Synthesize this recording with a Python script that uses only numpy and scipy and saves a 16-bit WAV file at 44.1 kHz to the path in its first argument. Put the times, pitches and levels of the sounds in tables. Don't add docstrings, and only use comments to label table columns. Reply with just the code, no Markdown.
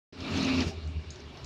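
import sys
import numpy as np
from scipy import signal
from scipy.io import wavfile

SR = 44100
rng = np.random.default_rng(int(sys.argv[2]) if len(sys.argv) > 2 else 0)


def wav_out(sig):
    wavfile.write(sys.argv[1], SR, np.round(np.clip(np.atleast_2d(sig).T, -1, 1) * 32767).astype(np.int16))


N = 63945
T = np.arange(N) / SR


def from_db(db):
    return 10 ** (np.asarray(db) / 20)


def rms_one(x):
    return x / np.sqrt(np.mean(x ** 2) + 1e-20)


def in_time(rows):
    times_s, *columns = np.transpose(rows)
    return [np.interp(T, times_s, column) for column in columns]


def drift(rate_hz):
    step = 40
    pole = np.exp(-2 * np.pi * rate_hz * step / SR)
    white = rng.standard_normal(N // step + 2002)
    slow = signal.lfilter([1], [1, -2 * pole, pole * pole], white)[2000:]
    return np.interp(np.arange(N) / step, np.arange(len(slow)), rms_one(slow))


def banded_noise(spectrum, patchy_db):
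    hz, density_db = np.transpose(spectrum)
    edges = 28 * 2 ** (np.arange(28) / 3)
    white = rng.standard_normal((2, N + SR // 4))
    out = 0
    for k, (low, high) in enumerate(zip(edges, edges[1:])):
        sos = signal.butter(3, [low, high], "band", fs=SR, output="sos")
        band = signal.sosfilt(sos, white[k % 2])[-N:]
        centre_db = np.interp(np.log(low * high) / 2, np.log(hz), density_db)
        out = out + band * from_db(centre_db + patchy_db * drift(11.3))
    return rms_one(out)


def high_pass(x, hz):
    return signal.sosfilt(signal.butter(4, hz, "high", fs=SR, output="sos"), x)


def resonances(rows):
    out = 0
    for hz, width, level_db in rows:
        sos = signal.butter(2, [hz - width / 2, hz + width / 2], "band", fs=SR, output="sos")
        band = signal.sosfilt(sos, rng.standard_normal(N + SR))[-N:]
        out = out + from_db(level_db) * rms_one(band)
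    return out


def swell(level, colour):
    level_db, = in_time(level)
    return from_db(level_db) * banded_noise(colour, patchy_db=0.5)


# pitch_hz, relative density_db (per Hz)
HISS_COLOUR = [(65, -12.5), (110, -1.5), (162, -10), (190, -9.5), (363, -12), (385, -16), (453, -17),
               (751, -23.5), (1130, -21.5), (1320, -23.5), (1490, -25), (2110, -27), (2380, -20),
               (2910, -28), (3350, -23), (4540, -24), (13800, -70.5)]
HISS_DB, HISS_PATCHY_DB = -48, 2.4
# pitch_hz, width_hz, level_db
HALL_TONES = [(372.3, 39, -60), (412.3, 20, -61.5), (616, 18, -68.5), (2314, 150, -66.5),
              (2840, 130, -66.5)]


def steady_hiss():
    machinery = from_db(HISS_DB) * banded_noise(HISS_COLOUR, patchy_db=HISS_PATCHY_DB)
    return machinery + resonances(HALL_TONES)


# time_s, pitch_hz
HUM_PITCH = [(.125, 87.9), (.4, 88.24), (.66, 87.1), (.74, 80.24), (.88, 78.43), (1.0, 76.84), (1.25, 74.4),
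             (1.45, 72.9)]
# time_s, level_db
HUM_LEVEL = [(0.13, -57.5), (0.224, -39), (0.258, -53.5), (0.356, -34), (0.468, -52.5), (0.5, -43.5),
             (0.522, -50), (0.548, -35), (0.606, -33.5), (0.64, -48), (0.67, -28.5), (0.688, -35),
             (0.71, -51), (0.784, -36.5), (0.816, -49), (0.838, -38), (0.88, -32), (0.938, -44.5),
             (0.968, -29.5), (0.99, -32), (1.04, -57), (1.082, -38.5), (1.184, -59), (1.258, -45.5),
             (1.394, -64), (1.434, -45), (1.45, -42.5)]
# multiple of the fundamental, level_db (against the hum level)
HUM_ORDERS = [(1, 0.5), (2, -14), (3, -24)]
HUM_WANDER_HZ = 1.56


def hum():
    pitch_hz, = in_time(HUM_PITCH)
    level_db, = in_time(HUM_LEVEL)
    phase = 2 * np.pi * np.cumsum(pitch_hz + HUM_WANDER_HZ * drift(19.6)) / SR
    out = 0
    for multiple, order_db in HUM_ORDERS:
        out = out + from_db(level_db + order_db) * np.sin(round(multiple) * phase)
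    return np.sqrt(2) * out


# time_s, level_db
FLOW = [(.125, -100), (.175, -50), (.25, -42.5), (.36, -35.5), (.45, -35), (.54, -36.5), (.625, -33.5),
        (.655, -44), (.685, -40), (.72, -54.5), (.79, -61), (.9, -118)]
# pitch_hz, relative density_db (per Hz)
RUSH_COLOUR = [(35, -15), (60, -3), (90, -2), (125, -0.5), (200, 2.5), (300, 2.5), (370, -6), (500, -8.5),
               (650, -8), (850, -12), (1250, -10), (1600, -15.5), (2000, -15), (2500, -8), (2900, -14),
               (3350, -16), (4100, -11.5), (5500, -20), (7000, -31), (8500, -41.5), (10500, -46.5),
               (13500, -50)]
RUSH_DB, RUSH_PATCHY_DB = 3.5, 2
# pitch_hz, width_hz, level_db (against the flow)
PIPES = [(179.5, 10, -10.5), (226.5, 7.9, -6), (406.2, 8.5, -12), (448, 17, -17), (589.4, 22, -20),
         (627, 27, -20.5), (823, 13, -23), (1157, 7.6, -22), (1324, 12, -25.5), (2352, 15, -19),
         (2670, 35, -23), (2730, 18.4, -16.5), (2937, 35, -17.5)]


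def air_rush():
    flow_db, = in_time(FLOW)
    turbulence = rms_one(high_pass(banded_noise(RUSH_COLOUR, patchy_db=RUSH_PATCHY_DB), hz=43.4))
    return from_db(flow_db) * (from_db(RUSH_DB) * turbulence + resonances(PIPES))


# time_s, pitch_hz, level_db
DRONE = [(.125, 263.7, -53.5), (.2, 261, -45.5), (.28, 268.8, -39), (.39, 268.6, -36), (.45, 265.8, -31),
         (.51, 262.2, -30), (.565, 257.8, -27.5), (.625, 264, -33.5), (.665, 253, -86), (.75, 259.8, -82)]
DRONE_WAVER_DB = -0.5


def drone():
    pitch_hz, level_db = in_time(DRONE)
    phase = 2 * np.pi * np.cumsum(pitch_hz) / SR
    return from_db(level_db + DRONE_WAVER_DB * drift(27)) * np.sqrt(2) * np.sin(phase)


def ring(clicks, hz, t60):
    radius, angle = np.exp(-np.log(1000) / (t60 * SR)), 2 * np.pi * hz / SR
    feedback = [1, -2 * radius * np.cos(angle), radius * radius]
    return signal.lfilter([0, np.sin(angle)], feedback, clicks + 1e-18)


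ROOM_T60_S = 0.19


def room(x):
    tail = rng.standard_normal(N) * np.exp(-np.log(1000) * T / ROOM_T60_S)
    return signal.fftconvolve(x, tail / np.linalg.norm(tail))[:N]


# start_s, level_db (energy of the direct body), pitch_hz
TICKS = [(0.2054, -23.5, 4400), (0.3735, -16.5, 4992), (0.4283, -18, 4940), (0.447, -18, 5296),
         (0.6047, -9.5, 4240), (0.8738, -33.5, 5600), (1.1046, -21, 5450), (1.158, -29, 5300),
         (1.2024, -32, 4850), (1.3725, -26.5, 4640), (1.4445, -23, 5590)]
TICK_CONTACT_S = .003
TICK_WIDTH = .28
RING_HZ, RING_T60_S = 6390, .02
RING_DB = -14.5
TICK_ROOM_DB = -4
SHIMMER_HZ, SHIMMER_DB = 7360, 0


def ticks():
    direct = np.zeros(N)
    for start_s, level_db, pitch_hz in TICKS:
        envelope = (T >= start_s) * np.exp(-np.abs(T - start_s) / TICK_CONTACT_S)
        scrape = rng.standard_normal(N) * envelope
        band = [pitch_hz * (1 - TICK_WIDTH), pitch_hz * (1 + TICK_WIDTH)]
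        sos = signal.butter(4, band, "band", fs=SR, output="sos")
        body = signal.sosfilt(sos, scrape + 1e-18)
        direct += from_db(level_db) * body / np.linalg.norm(body)
    ringing = from_db(RING_DB) * ring(direct, RING_HZ, RING_T60_S) * TICK_CONTACT_S / RING_T60_S
    shimmer = from_db(SHIMMER_DB) * high_pass(direct, hz=SHIMMER_HZ)
    return direct + ringing + room(from_db(TICK_ROOM_DB) * direct) + room(shimmer)


# time_s, level_db
SPRAY_LEVEL = [(.56, -89), (.62, -59), (.68, -48), (.715, -55.5), (.75, -79), (.85, -100)]
# pitch_hz, relative density_db (per Hz)
SPRAY_COLOUR = [(2500, -45), (4500, -6), (5400, 1), (6500, -8.5), (8500, -19), (10500, -30.5),
                (13500, -30.5)]


def treble_spray():
    return swell(SPRAY_LEVEL, SPRAY_COLOUR)


# start_s, pitch_hz, level_db (before the attack), t60_s
KNOCKS = [(.618, 345.6, -33.5, 0.24), (.656, 90.2, -31, 0.091), (0.664, 155, -20.5, 0.059),
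          (0.689, 403.6, -39.5, 0.23), (.706, 646, -40.5, 0.13), (.712, 782, -36.5, 0.079),
          (.775, 367, -44, 0.18), (.88, 272.5, -42.5, 0.26), (1.15, 381, -43.5, 0.21),
          (1.298, 251, -39, 0.071)]
KNOCK_ATTACK_S = 0.004


def knocks():
    out = 0
    for start_s, pitch_hz, level_db, t60_s in KNOCKS:
        age = np.maximum(T - start_s, 0)
        attack = 1 - np.exp(-age / KNOCK_ATTACK_S)
        decay = np.exp(-np.log(1000) * age / t60_s)
        out = out + from_db(level_db) * attack * decay * np.sin(2 * np.pi * pitch_hz * age)
    return out


# time_s, level_db
MIDRANGE_LEVEL = [(1.1, -69), (1.23, -62), (1.3, -62.5), (1.37, -54), (1.45, -57.5)]
# pitch_hz, relative density_db (per Hz)
MIDRANGE_COLOUR = [(300, -23), (450, -14), (620, -0.5), (1000, -2), (1500, -15), (3000, -39)]


def midrange_swell():
    return swell(MIDRANGE_LEVEL, MIDRANGE_COLOUR)


def scene():
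    background = steady_hiss() + hum() + midrange_swell()
    pipework = air_rush() + drone() + treble_spray()
    return (background + pipework + ticks() + knocks())[None]


START_S, OPEN_S = .124, .004
CUTOFF_HZ = 13950


def record(dry):
    opened = dry * np.clip((T - START_S) / OPEN_S, 0, 1)
    sos = signal.ellip(10, .2, 80, CUTOFF_HZ, fs=SR, output="sos")
    return signal.sosfilt(sos, opened)


dry = scene()
out = record(dry)
wav_out(out)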